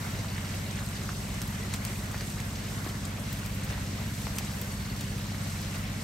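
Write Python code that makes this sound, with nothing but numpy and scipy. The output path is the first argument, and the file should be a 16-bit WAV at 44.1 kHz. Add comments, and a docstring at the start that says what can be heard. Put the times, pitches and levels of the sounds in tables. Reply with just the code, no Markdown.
"""Night rain on forest foliage, heard by a close pair of microphones.
From the start: far rain as banded noise, nearer patter as noise splats, tiny drips as short rings;
a distant generator drones as a sum of sines; faint crickets trill as pulsed sines, on and off.
Soon after, brief flurries swell the rain and single drops tap broad leaves (sagging knocks);
then ticks join from drops bursting on hard leaves (cracks with spray)."""
import sys
import numpy as np
from scipy import signal
from scipy.fft import rfft, irfft, next_fast_len
from scipy.io import wavfile
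from scipy.ndimage import uniform_filter1d

SR = 44100
rng = np.random.default_rng(int(sys.argv[2]) if len(sys.argv) > 2 else 0)


def to_wav(sig):
    """Store sig (one row per channel, or 1-D mono) as 16-bit WAV at the path in sys.argv[1].

    Samples outside -1..1 are clipped; the rate is SR.
    """
    pcm = np.clip(np.atleast_2d(sig), -1, 1) * 32767
    pcm = np.round(pcm).astype(np.int16)
    wavfile.write(sys.argv[1], SR, pcm.T)  # frames by channels


N = 266275
T = np.arange(N) / SR
SIZE = next_fast_len(N)
HZ = np.maximum(np.arange(SIZE // 2 + 1) * SR / SIZE, 1.)

# slow drift of the rain: time_s, swell_db
SHOWER_DRIFT = [(0, 0), (.8, -0.16), (1.1, -0.4), (1.65, 0.3), (1.9, -2), (2.7, -1.5), (3.5, -1.5),
                (4.3, -1.5), (4.5, -0.5), (6.04, -1)]
# brief swells as a leaf sheds its water: middle_s, swell_db, half_length_s (to 1/e)
LEAF_FLURRIES = [(0.363, 1.5, 0.022), (0.828, 2, 0.1), (1.741, 5.5, 0.013), (1.89, 4, 0.056),
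                 (2.18, 3, 0.068), (2.878, 4, 0.033), (3.455, 2, 0.035), (3.707, 4.5, 0.028),
                 (4.379, 2, 0.029), (5.753, 6.5, 0.012)]
# rain colour, relative: frequency_hz, density_db_per_hz
RAIN_COLOUR = [(28, -21), (45, 2.5), (60, 1.5), (110, -1), (200, -5.5), (300, -9), (370, -10.5), (480, -14),
               (620, -10.5), (850, -14.5), (2000, -14.5), (2700, -16.5), (3300, -20), (4400, -18.5),
               (7000, -21.5), (11000, -23), (16000, -33)]
# likeness of left and right rain: frequency_hz, likeness (0-1; clipped)
RAIN_LIKENESS = [(100, 0.89), (300, 0.82), (600, 0.56), (950, 0.23), (1300, 0.54), (1800, 0.07),
                 (2100, 0.48), (4500, 0.33), (5500, 0.39), (7000, 0.099), (8200, 1), (16000, 1)]
# direction of the rain by band: frequency_hz, left_lead_rad
RAIN_LEFT_LEAD = [(150, 0), (430, -.2), (900, 1.3), (1200, 0), (1600, -2), (2000, -.2), (3100, 1),
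                  (6000, .3), (7200, .8), (8500, 0)]
# generator partials: multiple (of the cycle rate), level_db (rms before wander)
ENGINE_PARTIALS = [(2, -66), (3, -47.5), (4, -48), (5, -50), (6, -40.5), (7, -45.5), (8, -46), (9, -51),
                   (10, -47), (11, -51), (12, -44.5), (13, -49), (14, -49.5), (15, -61), (16, -59.5),
                   (17, -60.5), (18, -60), (19, -64.5)]
# phase pattern of the partials: delay_cycles, gain
PARTIAL_PHASING = [(0.2703, 0.85), (0.8848, 0.39)]
# crickets: start_s, end_s, pitch_hz, modulation_hz, depth (0-1), level_db (peak before wander)
CRICKET_TRILLS = [(.2, .4, 4400, 30, 1, -58), (0, 2.7, 3992, 41, .3, -61), (1.68, 2.32, 4520, 30, 1, -54),
                  (3.1, 4.1, 4033, 41, .3, -61.5), (4.45, 5.2, 4500, 30, 1, -54),
                  (4.55, 6, 4033, 41, .3, -60), (4.8, 5.2, 4189, 30, .3, -62), (0, 6, 4189, 30, .3, -65.5)]
# drops on broad leaves: start_s, knock_peak_db, pitch_hz (at the peak), left_minus_right_db,
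# rise_cycles (at least .3), fade_cycles (by 9 dB; at least .4)
LEAF_TAPS = [(.2456, -32, 1150, -7, 1.5, 1), (.3809, -29, 2150, -4, .9, 3), (.3812, -33, 1300, -4, .6, 1.2),
             (.4563, -36, 1080, 2, .8, 1), (.7885, -32, 2060, -3, 1, 2.5),
             (1.0912, -24.5, 1480, -6, .5, 1.6), (1.4168, -35, 1200, -1, .6, 1),
             (1.7287, -33, 1900, 0, .8, 2), (1.7379, -27, 2150, 4, 1, 2.5), (1.7398, -32, 2700, 2, 1, 4),
             (1.8714, -34, 900, 0, .5, 1.2), (2.1436, -29.5, 950, -1, .6, .8),
             (2.1441, -31, 2000, -1, .8, 2.5), (2.2088, -26.5, 1250, -3, .6, .7),
             (2.2105, -35, 2700, -3, 1, 4), (2.399, -33, 2230, -3, .8, 2.5), (2.8626, -33, 780, 10, .9, 1),
             (2.8635, -28.5, 300, 1, 1.4, 1.2), (2.8906, -35, 1200, -1.5, .6, 1.5),
             (3.1827, -33, 950, -.5, .8, .8), (3.7774, -32, 1020, -.5, .5, 1.5),
             (4.268, -30.5, 1900, 5, 2, 2), (4.2694, -25.5, 1300, 5, .7, .9), (4.2712, -33, 620, 5, .6, .8),
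             (4.372, -36, 2200, 0, 1, 2), (4.3845, -33, 3300, 2, 1, 3), (4.386, -31, 1300, 2, .6, 1),
             (4.3885, -32, 2300, 2, 1, 2.5), (4.4078, -31, 750, -4, .8, 1.2), (5.318, -34, 800, 2, .8, 1.2),
             (5.3452, -33, 1940, -.5, 1.2, 2.5)]
# drops on hard leaves: start_s, crack_peak_db, centre_hz, left_minus_right_db, width_octaves (at least .2)
LEAF_TICKS = [(0.71, -30, 4500, -2, 1.4), (0.8874, -34, 7500, -9, 0.72), (1.4167, -22, 6500, -1, 1.9),
              (1.475, -27, 9000, .5, 2.0), (1.7374, -20, 8400, 0, 0.44), (1.7385, -29, 4020, 2, 0.23),
              (1.7602, -30, 8000, 0, 0.4), (1.8496, -21, 7550, 4, 2.4), (2.113, -29, 7600, 3, 0.58),
              (2.1785, -31, 4000, 0, 1.4), (2.208, -28.5, 4750, 3, 0.76), (2.301, -32, 6130, -2, 1.3),
              (2.402, -29, 3900, -2, 2.2), (2.844, -31, 5500, .5, 1.4), (2.889, -30.5, 5700, .5, 1.4),
              (3.0516, -26, 7700, 3, 0.29), (3.327, -26, 12500, 1, 0.83), (3.461, -27.5, 10000, -3, 1.1),
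              (3.645, -30, 15000, 1, .3), (3.7056, -33, 5400, 2, 1.6), (4.362, -28, 10000, -.5, 1.0),
              (4.384, -19.5, 6500, 1, 2.5), (4.3855, -24, 8200, 3, 0.4), (4.3862, -28, 5000, 10, 2),
              (4.3905, -35, 4500, 1, 1.5), (4.448, -27, 7800, .5, 1.1), (4.6142, -23, 12500, 3, 0.73),
              (4.6967, -43, 4030, -.5, 1.2), (4.9641, -33, 6000, -11, 1.7), (5.009, -25.5, 9000, 1, 2.3)]
# microphone pair: frequency_hz, left_lead_rad
MIC_LEFT_LEAD = [(8500, 0), (9300, -1.6), (10250, -3.14), (12100, -6.28), (13850, -9.42), (15600, -12.56)]

HISS_RMS_DB, PATTER_RMS_DB, DRIPS_RMS_DB = -39.5, -48, -50.5
DRIPS_PER_S = 900
CYCLE_HZ = 16.304
FIRING_CYCLES = .3842  # firing moment
SMEAR_CYCLES = -0.00822  # phase lag, times the multiple squared
SAG_PER_FADE = .18  # fall of log pitch over a tap's fade
RUSTLE_RMS_DB = -16.5  # before its decay, re knock peak
GRIT_GAIN = .5  # noise against the snap of a crack
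SPRAY_RMS_DB = -13  # before its envelope, re crack peak
CRACK_S = .0011  # centre of a crack after its start
TOP_HZ = 15720
HIT_SAMPLES, DRIP_SAMPLES = 1500, 256


def undb(db):
    """Decibels to gain."""
    return 10 ** (np.asarray(db) / 20)


def level(x, rms_db):
    """Scale to an rms level."""
    return x * undb(rms_db) / np.sqrt(np.mean(x ** 2))


def along(table):
    """Read a (Hz, value) table at every frequency, on a log axis."""
    hz, value = np.transpose(table)
    return np.interp(np.log(HZ), np.log(hz), value)


def shape(x, gain):
    """Filter by a gain for every frequency."""
    return irfft(rfft(x, SIZE) * gain, SIZE)[..., :N]


def lead(pair, table):
    """Shift left and right in phase against each other."""
    half = np.exp(.5j * along(table))
    return shape(pair, np.array([half, half.conj()]))


def walk(rate_hz):
    """Random levels held 1 / rate_hz and slewed twice; spread near 1."""
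    hold = int(SR / rate_hz)
    steps = np.repeat(rng.standard_normal(N // hold + 1), hold)
    slewed = uniform_filter1d(uniform_filter1d(steps, hold), hold)
    return 1.32 * slewed[:N]


def bells(low_hz, octaves, count):
    """Overlapping bands, each so many octaves apart, whose powers sum to one."""
    place = np.log2(HZ / low_hz) / octaves
    return [np.cos(np.pi / 2 * np.clip(place - k, -1, 1)) for k in range(count)]


def add(out, start_s, sound, pan_db):
    """Place a short sound between left and right."""
    i = int(start_s * SR)
    panned = sound * undb([[pan_db / 2], [-pan_db / 2]])
    out[:, i:i + len(sound)] += panned[:, :N - i]


def shower():
    """Swell of the rain in dB: a slow drift with brief flurries on top."""
    swell_db = np.interp(T, *np.transpose(SHOWER_DRIFT))
    for middle_s, db, half_s in LEAF_FLURRIES:
        swell_db = swell_db + db * np.exp(-((T - middle_s) / half_s) ** 2)
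    return swell_db


def hiss(swell_db):
    """Countless far drops merge into noise; each band swells a little on its own and with the rest."""
    out, noise = 0, rfft(rng.standard_normal((2, N)), SIZE)
    for k, bell in enumerate(bells(49.5, 0.9355, count=10)):
        follow = min(k / 5, 1) * 0.35  # the low rumble does not follow the shower
        band = irfft(noise * bell, SIZE)[:, :N]
        out = out + undb(follow * swell_db + 1.64 * walk(12)) * band
    return out


def patter(swell_db, per_s=60, spread_db=2.5, low_hz=900, longest_s=0.015):
    """Nearer drops: each a short half-octave splat of noise; they bunch where the shower is harder."""
    out, noise = 0, rng.standard_normal((2, N))
    odds = per_s * undb(1.5 * swell_db) / SR  # per sample, in each band and channel
    for k, bell in enumerate(bells(366, 0.56, count=10)):
        chance, drops = rng.random((2, N)) / odds, np.zeros((2, N))
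        hit = chance < 1
        drops[hit] = undb(-spread_db * np.log(1.01 - chance[hit]))
        # low splats last longer
        fade = np.exp(-(1 + k / 5) / (longest_s * SR))
        onset = signal.lfilter([1 - fade], [1, -fade ** 4], drops)
        splats = signal.lfilter([1 - fade], [1, -fade], onset)
        band = rfft(splats * noise, SIZE) * bell * HZ / (HZ + low_hz)
        out = out + band / np.linalg.norm(band) * 2 ** (k / 4)
    return irfft(out, SIZE)[:, :N]


def drips(swell_db, low_hz=900, high_hz=9500, spread_db=2.5):
    """Tiny drops, each ringing a few cycles on its own pitch from its own direction."""
    when, pitch, size, way, ring = rng.random((5, int(DRIPS_PER_S * N / SR), 1))
    start = (when * (N - DRIP_SAMPLES)).astype(int)
    hz = low_hz + (high_hz - low_hz) * pitch
    turns = T[:DRIP_SAMPLES] * hz
    gain = undb(swell_db[start] - spread_db * np.log(1.01 - size)) * np.sqrt(hz)
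    decay_cycles = 8 * (0.37 + ring)
    envelope = (1 - np.exp(-turns)) * np.exp(-turns / decay_cycles)
    blip = gain * np.sin(2 * np.pi * turns) * envelope
    place = (start + np.arange(DRIP_SAMPLES)).ravel()
    # middle and side shares
    return np.array([np.bincount(place, (blip * share(2 * np.pi * way)).ravel(), N)
                     for share in (np.cos, np.sin)])


def rain():
    """Unrelated rain in the middle and at the sides; their shares set how alike left and right are."""
    colour, swell_db = undb(along(RAIN_COLOUR)), shower()
    alike = np.clip(along(RAIN_LIKENESS), 0, 1)
    wet = level(shape(hiss(swell_db), colour), HISS_RMS_DB)
    wet = wet + level(shape(patter(swell_db), colour), PATTER_RMS_DB)
    wet = wet + level(shape(drips(swell_db), colour), DRIPS_RMS_DB)
    mid, side = shape(wet, np.sqrt([(1 + alike) / 2, (1 - alike) / 2]))
    return lead(np.array([mid + side, mid - side]), RAIN_LEFT_LEAD)


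def generator():
    """Steady multiples of an engine's cycle, each wavering slightly in the air on the way."""
    out = 0
    for k, db in ENGINE_PARTIALS:
        # sets how the partials line up, so the drone beats within each cycle
        phasing = 1 + sum(gain * np.exp(-2j * np.pi * k * delay) for delay, gain in PARTIAL_PHASING)
        wander_rad = .016 * k * walk(3) + .14 * walk(9)
        wander_db = 0.056 * k * walk(2.3) + 1.04 * walk(7)
        turns = k * (CYCLE_HZ * T - FIRING_CYCLES) - SMEAR_CYCLES * k ** 2
        tone = np.cos(2 * np.pi * turns + np.angle(phasing) + wander_rad)
        out = out + np.sqrt(2) * undb(db + wander_db) * tone
    return out * undb([[0], [.3]])


def crickets():
    """Each trill is a wavering pitch pulsed by the wing strokes, rough and broken by pauses."""
    out = 0
    for start_s, end_s, hz, stroke_hz, depth, db in CRICKET_TRILLS:
        ramp = np.clip(np.minimum(T - start_s, end_s - T) / 0.08, 0, 1)
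        pauses = np.clip(1.3 + walk(12), 0, 1)
        # at full depth it swings through zero: two pulses a cycle
        stroke = 1 - depth + depth * np.cos(2 * np.pi * stroke_hz * T)
        rough = undb(db + 4 * walk(60))
        pitch_hz = hz + (3 + 16 * depth ** 2) * walk(20)
        tone = np.sin(2 * np.pi * np.cumsum(pitch_hz) / SR)
        out = out + rough * ramp * pauses * stroke * tone
    return out * undb([[1.5], [-1.5]])


def taps():
    """A blunt knock: the leaf swings a cycle or two, its pitch sagging a little, then rustles."""
    out, t = np.zeros((2, N)), T[:HIT_SAMPLES]
    for start_s, db, hz, pan_db, rise, fall in LEAF_TAPS:
        rise, fall = max(rise, .3), max(fall, .4)
        after = t * hz - rise  # cycles past the peak
        attack = np.cos(np.pi / 2 * after / rise) ** 2
        swing = np.where(after < 0, attack, np.exp(-after / fall))
        sag = SAG_PER_FADE / fall
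        knock = np.cos(2 * np.pi * (1 - np.exp(-sag * after)) / sag) * swing
        band = signal.butter(1, [hz * .6, hz * 1.6], "band", fs=SR, output="sos")
        rustle = level(signal.sosfilt(band, rng.standard_normal(HIT_SAMPLES)), RUSTLE_RMS_DB)
        add(out, start_s, undb(db) * (knock + rustle * np.exp(-t / 0.013)), pan_db)
    return out


def tick_band(centre_hz, span):
    """Band-pass from centre / span to centre * span."""
    edges_hz = [centre_hz / span, min(centre_hz * span, .45 * SR)]
    return signal.butter(2, edges_hz, "band", fs=SR, output="sos")


def ticks():
    """A crack about a millisecond long, then the wider spray of the burst drop."""
    out, t = np.zeros((2, N)), T[:HIT_SAMPLES]
    click = 1. * (np.arange(HIT_SAMPLES) == int(CRACK_S * SR))
    for start_s, db, hz, pan_db, width in LEAF_TICKS:
        noise = rng.standard_normal(HIT_SAMPLES)
        span = 2 ** (max(width, .2) / 2)
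        near, wide = tick_band(hz, span), tick_band(hz, 1.6 * span)
        snap = signal.sosfiltfilt(near, click)
        grit = level(signal.sosfilt(near, noise), -3)
        crack = (snap / snap.max() + GRIT_GAIN * grit) * np.exp(-((t - CRACK_S) / .0008) ** 2)
        crack = crack / np.abs(crack).max()
        spray = level(signal.sosfilt(wide, noise), SPRAY_RMS_DB)
        spray = spray * (1 - np.exp(-(t / .0015) ** 2)) * np.exp(-t / .008)
        add(out, start_s, undb(db) * (crack + spray), pan_db)
    return out


def scene():
    """All layers, summed in stereo."""
    return rain() + generator() + crickets() + taps() + ticks()


def record(dry):
    """The two microphones shift in phase against each other in the treble; the top is cut."""
    top_cut = signal.ellip(10, .2, 80, TOP_HZ, fs=SR, output="sos")
    return signal.sosfilt(top_cut, lead(dry, MIC_LEFT_LEAD))


dry = scene()
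out = record(dry)
to_wav(out)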